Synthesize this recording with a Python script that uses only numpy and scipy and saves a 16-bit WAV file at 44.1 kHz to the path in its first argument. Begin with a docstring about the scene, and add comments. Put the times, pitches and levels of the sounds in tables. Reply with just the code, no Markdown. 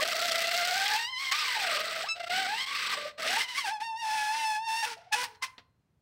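"""A screwdriver shaft is pressed on a block of dry ice on a classroom table, under soft ventilation noise.
At once the gas boiling off under the warm steel throws the shaft up hundreds of times a second or more:
one strike a cycle makes a gliding squeal where bounces are even and a rasp where they are uneven.
Purer, singing tones follow, then lower groans, short fresh touches with grinding, and a last tick.
Strikes are filtered pulses, the swing is a sine with overtones; table, steel and room ring after them."""
import sys
import numpy as np
from scipy import signal
from scipy.fft import rfft, irfft, next_fast_len
from scipy.io import wavfile
from scipy.ndimage import uniform_filter1d

SR = 44100
rng = np.random.default_rng(int(sys.argv[2]) if len(sys.argv) > 2 else 0)


def wav_out(sig):
    """Save sig, one row per channel (or a flat mono array), as 16-bit PCM at SR to the path in sys.argv[1]."""
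    wavfile.write(sys.argv[1], SR, np.round(np.clip(np.atleast_2d(sig).T, -1, 1) * 32767).astype(np.int16))


N = 265076
TIME = np.arange(N) / SR  # [s]
USUAL_STRIKE_DB = -33.5  # reference level for the effects of strike strength


def amp(db):
    """Decibels to an amplitude ratio."""
    return 10 ** (np.asarray(db) / 20)


def unit(x):
    """Power normalisation: scales to rms 1."""
    return x / np.sqrt(np.mean(x ** 2) + 1e-20)


def curve(rows, column=1):
    """Linear interpolation: one column of a time table at every sample."""
    rows = np.array(rows)
    return np.interp(TIME, rows[:, 0], rows[:, column])


def read(points, hz):
    """Interpolates a spectrum on a logarithmic frequency axis."""
    f, value = np.transpose(points)
    return np.interp(np.log(hz + 1), np.log(f), value)


def wander(hz):
    """Low-pass filtered noise: slow chance up to about the given rate, rms 1."""
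    size = 16384
    f = np.fft.rfftfreq(size, TIME[-1] / size)
    spectrum = rfft(rng.standard_normal(size)) / (1 + (f / hz) ** 4)
    return np.interp(TIME, np.linspace(0, TIME[-1], size), unit(irfft(spectrum)))


def colour(x, points, size=2048):
    """Minimum-phase filtering: the Hilbert transform of the log gain gives a causal response."""
    hz = abs(np.fft.fftfreq(size, 1 / SR))
    log_gain = np.log(amp(read(points, hz)))
    response = np.fft.ifft(np.exp(np.conj(signal.hilbert(log_gain)))).real
    return signal.oaconvolve(x, response[:size // 2])[:N]


def below(x, hz):
    """Zero-phase low-pass: the part of a sound under the given frequency."""
    size = next_fast_len(N, True)
    f = np.fft.rfftfreq(size, 1 / SR)
    return irfft(rfft(x, size) / (1 + (f / hz) ** 8), size)[:N]


def clicks(times, sizes):
    """Band-limited impulses: windowed sinc pulses at exact times between samples."""
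    at = np.floor(times * SR).astype(int)[:, None] + np.arange(-7, 9)
    offset = at - times[:, None] * SR
    shape = np.sinc(offset) * np.sinc(offset / 8)
    return np.bincount(np.clip(at, 0, N - 1).ravel(), (sizes[:, None] * shape).ravel(), N)


def steadied(x, size=1300):
    """Running power normalisation: scales to a local rms of 1."""
    power = uniform_filter1d(uniform_filter1d(x ** 2, size), size)
    return x / np.sqrt(abs(power) + 1e-12)


def clatter(train, decay):
    """Decaying random vibration: each click starts noise that dies away, never twice the same."""
    keep = np.exp(-2 / (decay * SR))  # power decay; decay [s] is the amplitude time constant
    power = signal.lfilter([1 - keep], [1, -keep], train ** 2)
    return np.sqrt(power) * rng.standard_normal(N)


def ventilation(level_db=-71.5):
    """Broadband flow noise: random noise shaped by a smooth spectrum."""
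    # ventilation spectrum: (frequency [Hz], relative level [dB per Hz])
    air_spectrum = [(28, -56), (60, -17), (119, -13), (337, -32), (15000, -60)]
    return amp(level_db) * unit(colour(rng.standard_normal(N), air_spectrum, size=8192))


def echoes(x, delay=.0087):
    """Reverberation: random reflections of energy 1, each band decaying exponentially at its own rate."""
    # reverberation of the room: (frequency [Hz], time to fall by 60 dB [s])
    room_decay = [(200, 0.78), (4000, 0.22), (12000, 0.31)]
    taps = rng.choice([-1., 1.], SR) * (rng.random(SR) < 1 / 8)
    hz, t, bands = signal.stft(taps, SR, nperseg=128)
    decay = amp(-60 * t / read(room_decay, hz)[:, None])
    tail = signal.istft(bands * decay, SR, nperseg=128)[1]
    silence = np.zeros(int(delay * SR))  # delay [s]
    tail = np.r_[silence, tail / np.linalg.norm(tail)]
    return signal.oaconvolve(x, tail)[:N]


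def ringing(x, level_db=-30):
    """Modal resonance: bending modes of the table and the shaft, fed by the sound of every contact."""
    # table top (lowest row) and steel: (frequency [Hz], relative level [dB], time to fall by 60 dB [s])
    ring_modes = [(290, -17, .05), (1005, -45, .4), (1205, -30, .12), (4140, -47, .9), (4671, -44, .28)]
    t = TIME[:SR]
    modes = sum(amp(db - 60 * t / t60) * np.sin(2 * np.pi * hz * t) for hz, db, t60 in ring_modes)
    return amp(level_db) * signal.oaconvolve(x, modes)[:N]


def knocks(level_db=14):
    """Impact excitation: single hard contacts with a short clatter of the block on the table."""
    # the steel knocks on the block: (time [s], relative level [dB])
    contacts = [(2.335, -26), (3.802, -33), (5.581, -28)]
    times, db = np.transpose(contacts)
    hit = clicks(times, amp(db + level_db))
    spectrum = [(100, -14), (1600, -6.5), (4500, -10), (9000, -38.5), (15000, -40)]  # (Hz, dB)
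    return colour(hit + amp(8) * clatter(hit, .012), spectrum)


def controls():
    """Onset and decay of oscillation: squeals catch fast and die away, and the strongest leads."""
    # long squeals from catching to letting go:
    # (time [s], mean pitch [Hz], nominal strike level [dB], roughness [0-1])
    rising, falling = [(0, 576.7, -25, 0.68), (.06, 668.7, -28, 0.77), (.42, 671.7, -27.5, 0.54),
                       (.72, 723, -29, 0.55), (.955, 875.7, -27, 0.55), (.985, 910, -31.5, 0.38),
                       (1.06, 949, -32.5, 0.07), (1.1, 1054, -40.5, .05), (1.162, 1005, -35.5, 0.02),
                       (1.21, 1097, -33, 0.26), (1.3, 1047, -32, 0.28)], [(1.335, 1156, -29, 0.52), (1.39, 1274, -29, 0.56),
                                       (1.55, 902, -29.5, 0.81), (1.761, 585, -28, 0.74),
                                       (1.85, 664, -33, .8), (2.034, 631.4, -33.5, 0.73),
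                                       (2.079, 1219, -41.5, 0.57)]
    arching, swelling = [(2.141, 678.3, -50, 1), (2.204, 683.8, -38, 0.38), (2.28, 691, -38.5, 0.53),
                         (2.31, 703.7, -30.5, 0.39), (2.39, 781, -28, 0.495), (2.461, 739, -32.5, 0.52),
                         (2.56, 916.3, -34.5, 0.38), (2.611, 1061, -29.5, 0.35), (2.66, 1078, -36, 0.43),
                         (2.78, 1182, -31, .8), (2.945, 1142, -30, 1), (2.962, 592, -33.5, .8),
                         (3.095, 593.4, -41, 0.47), (3.14, 597, -63, 1)], [(3.182, 601.5, -37, 0.81), (3.28, 670.3, -27.5, 0.76),
                                          (3.389, 910, -27, 0.62), (3.425, 1076, -27, .42),
                                          (3.47, 944.4, -47.5, .3), (3.488, 1019, -36.5, 0.31),
                                          (3.539, 960, -38, 0.39), (3.587, 1147, -28, 0.36),
                                          (3.629, 974, -38, 0.3), (3.682, 761, -31.5, 0.39),
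                                          (3.726, 892, -41.5, 0.076), (3.77, 836, -46.5, 0.077)]
    singing, groaning = [(3.804, 826, -41, 0.35), (3.842, 923.4, -39, 0.028), (3.946, 883, -49.5, 0.043),
                         (3.997, 946, -40.5, 0.063), (4.041, 880.4, -38, 0.29), (4.119, 860.4, -34, 0.25),
                         (4.145, 884, -34, 0.24), (4.176, 855, -33, 0.19), (4.259, 845.6, -34.5, 0.24),
                         (4.386, 905.3, -34.5, 0.15), (4.461, 877.6, -33, 0.12), (4.563, 851, -36, 0.2),
                         (4.613, 891.4, -47.5, 0.015), (4.66, 917, -42, 0.017), (4.685, 883, -34.5, 0.17),
                         (4.816, 920.3, -32, .17)], [(4.86, 495, -35, 0.51), (4.935, 441.2, -39, 0.36)]
    whining, grinding = [(4.968, 678.8, -56, .8), (5.11, 723.4, -68, .55)], [(5.15, 481.8, -32, .27), (5.24, 499.5, -31, 0.22),
                                          (5.274, 452, -58, 0.41), (5.359, 432, -58, .7)]
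    # brief squeaks as the shaft is jolted or touches anew:
    # (start time [s], hold [s], mean pitch [Hz], nominal strike level [dB], roughness [0-1])
    short_squeaks = [(1.316, 0.014, 1104, -24, 0.66), (2.089, 0.032, 1319, -29.5, 0.04),
                     (4.828, 0.024, 873, -30, 0.35), (5.127, 0.017, 853.6, -25, 0.34),
                     (5.234, 0.0077, 916, -28.5, 0.6), (5.426, 0.019, 1031, -31, 0.5)]
    attack, release = 3003, 649.5  # [dB per s]

    tables = [rising, falling, arching, swelling, singing, groaning, whining, grinding]
    for start, hold, *rest in short_squeaks:
        tables.append([(start, *rest), (start + hold, *rest)])
    squeals = []
    for rows in tables:
        before = np.maximum(rows[0][0] - TIME, 0)
        after = np.maximum(TIME - rows[-1][0], 0)
        level_db = curve(rows, column=2) - attack * before - release * after
        squeals.append((curve(rows), level_db, curve(rows, column=-1)))
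    hz, level_db, rough = np.swapaxes(squeals, 0, 1)
    leading = level_db.argmax(axis=0), np.arange(N)
    return hz[leading], np.maximum(level_db[leading], -150), np.clip(rough[leading], 0, 1)


def swing_turns(hz, rough, waver=.022, rock_depth=.02, rock_hz=70):
    """Frequency modulation, in cycles: pitch wavers, the shaft rocks on the block, rough bounces stumble."""
    rock = np.sin(2 * np.pi * np.cumsum(rock_hz * (1 + .2 * wander(20))) / SR)
    rocking = rock_depth * np.tanh((rough / .17) ** 2) * rock
    stumble = rough ** 3 * (.13 * wander(300) + .05 * wander(35))
    return np.cumsum(hz * (1 + waver * rough * wander(59.78) + rocking + stumble)) / SR


def flexing(flex_hz=297):
    """Phase modulation: the bending shaft hurries and delays its bounces, adding tones between harmonics."""
    # the shaft flexes end to end: (middle time [s], length [s], shift of the bounces [cycles])
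    flex_spells = [(1.321, 0.29, 0.038), (4.19, 0.18, 0.03), (4.383, 0.12, .06)]
    depth = sum(shift * np.exp(-(2 * (TIME - middle) / length) ** 4)
                for middle, length, shift in flex_spells)
    return depth * np.sin(2 * np.pi * flex_hz * TIME)


def stalls(width, rate=30.5, keep=.95):
    """Amplitude modulation: depth in dB of short dips, which may repeat and grow shallower."""
    # the shaft nearly stalls and catches again, once or in a stutter:
    # (first stall time [s], length of the stutter [s], nominal depth of the first dip [dB])
    stutters = [(0.043, .52, 9.5), (2.192, .115, 26), (2.657, .01, 10)]
    t = np.arange(0, TIME[-1], .001)
    depth = np.zeros(len(t))
    for first, length, db in stutters:
        # rate [stalls per s]; each keeps this share of the depth of the one before
        for k, middle in enumerate(np.arange(first, first + length, 1 / rate)):
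            depth += db * keep ** k * np.exp(-((t - middle) / width) ** 2)
    return np.interp(TIME, t, depth)


def scattered(x, feedback=.73, soft_hz=7000):
    """All-pass diffusion: quick reflections off the table top smear each click and keep its colour."""
    size = next_fast_len(N + SR, True)
    f = np.fft.rfftfreq(size, 1 / SR)
    spectrum = rfft(x, size)
    kept = feedback / (1 + (f / soft_hz) ** 2)
    for delay in np.geomspace(.0007, .0043, 4):  # [s]
        late = np.exp(-2j * np.pi * f * delay)
        spectrum = spectrum * (late - kept) / (1 - kept * late)
    return irfft(spectrum, size)[:N]


def bounces(turns, hz, rough, scatter=.309, uneven_db=11, clatter_db=-1, snap_db=-18):
    """Repeated impact: one click a cycle; rough ones land early or late, and also snap sharply."""
    # one bounce with the shaft lying flat, and after the hand has turned: (frequency [Hz], level [dB])
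    flat_spectrum, turned_spectrum = [(50, -50.5), (170, -16.5), (340, -19), (450, -8), (750, -19),
                                      (1020, -16.5), (1230, 2), (1400, -10.5), (1530, 5), (1720, -2),
                                      (2020, 6), (2300, 0), (2480, 0.5), (4400, -1), (5400, -6),
                                      (7000, -20.5), (7900, -8.5), (10000, -27.5)], [(50, -55.5), (280, -12.5), (350, -17.5), (450, -11),
                                                    (1020, -2.5), (1550, 4.5), (2400, 5), (4700, -3.5),
                                                    (5350, 1.5), (7100, -9.5), (9000, -5.5), (10800, -12.5),
                                                    (12000, -21)]

    times = np.interp(np.arange(1, int(turns[-1])), turns, TIME)
    rough = np.interp(times, TIME, rough)
    late, hard, sharp = rng.standard_normal((len(times), 3)).T
    times = times + scatter * rough ** 2 * late * np.gradient(times)
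    push = abs(np.gradient(times)) * np.interp(times, TIME, hz)  # a longer flight lands harder
    push = push * amp(uneven_db * rough * np.minimum(hard, 2))
    train = clicks(times, push) + amp(clatter_db) * clatter(clicks(times, push * rough), .0012)

    turned = curve([(3, .0081), (3.3, .29), (4.1, 1)])  # the hand tilts the shaft: (s, share)
    body = (1 - turned) * colour(train, flat_spectrum) + turned * colour(train, turned_spectrum)

    # some spots snap more: (s, relative dB)
    brittle_db = np.interp(times, TIME, curve([(.7, 18.9), (1.5, 11.93), (2.8, 8.3), (4.2, 17.9)]))
    spread_db = 4 * np.minimum(sharp, 1.4)
    snaps = clicks(times, push * np.tanh(2 * rough) * amp(brittle_db + spread_db))
    snap_spectrum = [(700, -41.5), (4500, 1), (7000, -8.5), (11700, -18.5), (13500, -14.5)]  # (Hz, dB)
    snaps = colour(clatter(snaps, .00067), snap_spectrum)
    return scattered(body) + amp(snap_db) * snaps


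def weighted(strikes, hz, strike_db, rough, thud_hz=440, edge_hz=6500, graze=2.3):
    """Contact spectrum: fast bounces lose bass, weak ones lose treble; fast, even ones barely graze."""
    usual_hz, thud_per_db, dull_per_db = 840, 3, .5
    weight_db = 20 * np.log10(usual_hz / np.maximum(hz, usual_hz * .97))
    edge_db = dull_per_db * np.minimum(strike_db - USUAL_STRIKE_DB, 0)
    thud, body = below(strikes, thud_hz), below(strikes, edge_hz)
    bass_db = curve([(.3, 4.5), (1.6, -1.5), (2.3, 10), (5, 5)])  # (s, dB)
    shaped = amp(thud_per_db * weight_db + bass_db) * thud
    shaped = shaped + (body - thud) + amp(edge_db) * (strikes - body)
    return shaped * amp(graze * weight_db * (1 - rough) ** 6)


def swing_level(hz, strike_db, rough, lead_db=18):
    """Forced oscillation: level in dB of the swing, set by pitch, strike strength and roughness."""
    # how widely the shaft swings at each pitch: (frequency [Hz], base level [dB])
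    swing_width = [(480, -49.5), (590, -34.5), (790, -33.5), (838, -37), (874, -29.5), (900, -32),
                   (935, -47.5), (1070, -44.5), (1180, -27), (1300, -46.5)]
    # landing afresh on the ice kicks the swing wider for a moment: (time [s], initial extra swing [dB])
    fresh_landings = [(5.423, 12.5)]
    follows, stumble_db, kick_s = .3, -13, .056  # kick_s is the time constant of a kick

    width_db = read(swing_width, hz) + follows * (strike_db - USUAL_STRIKE_DB)  # harder strikes widen it
    # a stumbling swing is drawn to a level this far under the strikes
    width_db = width_db + rough ** 2 * (strike_db + stumble_db - width_db)
    # only a smooth swing outlasts the strikes
    width_db = np.minimum(width_db, strike_db + lead_db * (1 - rough))
    for start, db in fresh_landings:
        width_db = width_db + db * (TIME > start) * np.exp(-abs(TIME - start) / kick_s)
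    return width_db


def swing_overtones(turns, hz, rough, blur_db=-6):
    """Nonlinear stiffness: squeezed gas stiffens, giving the swing overtones that roughness weakens."""
    # how well the shaft radiates the overtones of its swing: (frequency [Hz], relative level [dB])
    radiation = [(1200, 7), (1400, -7), (1600, 4), (2120, -5), (3100, -2), (3700, -11.5), (5400, -6.5),
                 (6400, -21)]
    total = np.zeros(N)
    for k in range(2, 7):
        level_db = read(radiation, k * hz) + blur_db * rough * k + 8.5 * np.sqrt(rough) * wander(27)
        total += amp(level_db) * np.sin(2 * np.pi * k * turns)
    return steadied(total)


def squeal(flutter_db=.5, bounce_db=-3, stall_width=.0053, overtone_db=-2, overtone_rough_db=-9):
    """Self-sustained oscillation: the shaft swings on its gas cushion and strikes the block once a cycle."""
    hz, strike_db, rough = controls()
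    even, flex = swing_turns(hz, rough), flexing()
    turns = even + flex
    strikes = steadied(bounces(turns, hz, rough))
    strikes = amp(bounce_db) * weighted(strikes, hz, strike_db, rough)

    flicker_db = rough * (4 * wander(40) + 3 * wander(150)) - 3.5 * rough ** 2
    swing = np.sqrt(2) * np.sin(2 * np.pi * even) * amp(flicker_db)
    swing = swing * np.minimum(hz / 560, 1) ** 2  # a thin shaft radiates slow swings poorly
    width = uniform_filter1d(amp(swing_level(hz, strike_db, rough)), size=128)
    overtones = amp(overtone_db + overtone_rough_db * rough) * swing_overtones(turns, hz, rough)
    split = 10 * flex * rough * np.sin(2 * np.pi * even)  # flexing splits a rough swing into several tones

    sound = amp(strike_db) * (strikes + overtones + split) + width * swing
    sound = sound + amp(-40.5) * flex  # the flexing itself hums
    dips_db = stalls(stall_width) * amp(2 * wander(11))  # width [s]; the depth varies by chance
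    return sound * amp(flutter_db * rough * wander(38) - dips_db)


def scene():
    """Superposition: shaft and block close by, their ringing and room echoes, and soft ventilation."""
    near = squeal() + knocks()
    near = near + ringing(near)
    return (near + amp(-16) * echoes(near) + ventilation())[None]


def record(dry):
    """Band limitation: a linear-phase low-pass filter removes the highest treble."""
    edge_hz = 15850
    lowpass = signal.firwin(511, edge_hz, window=("kaiser", 9), fs=SR)
    return signal.oaconvolve(dry, lowpass[None], "same")


dry = scene()
out = record(dry)
wav_out(out)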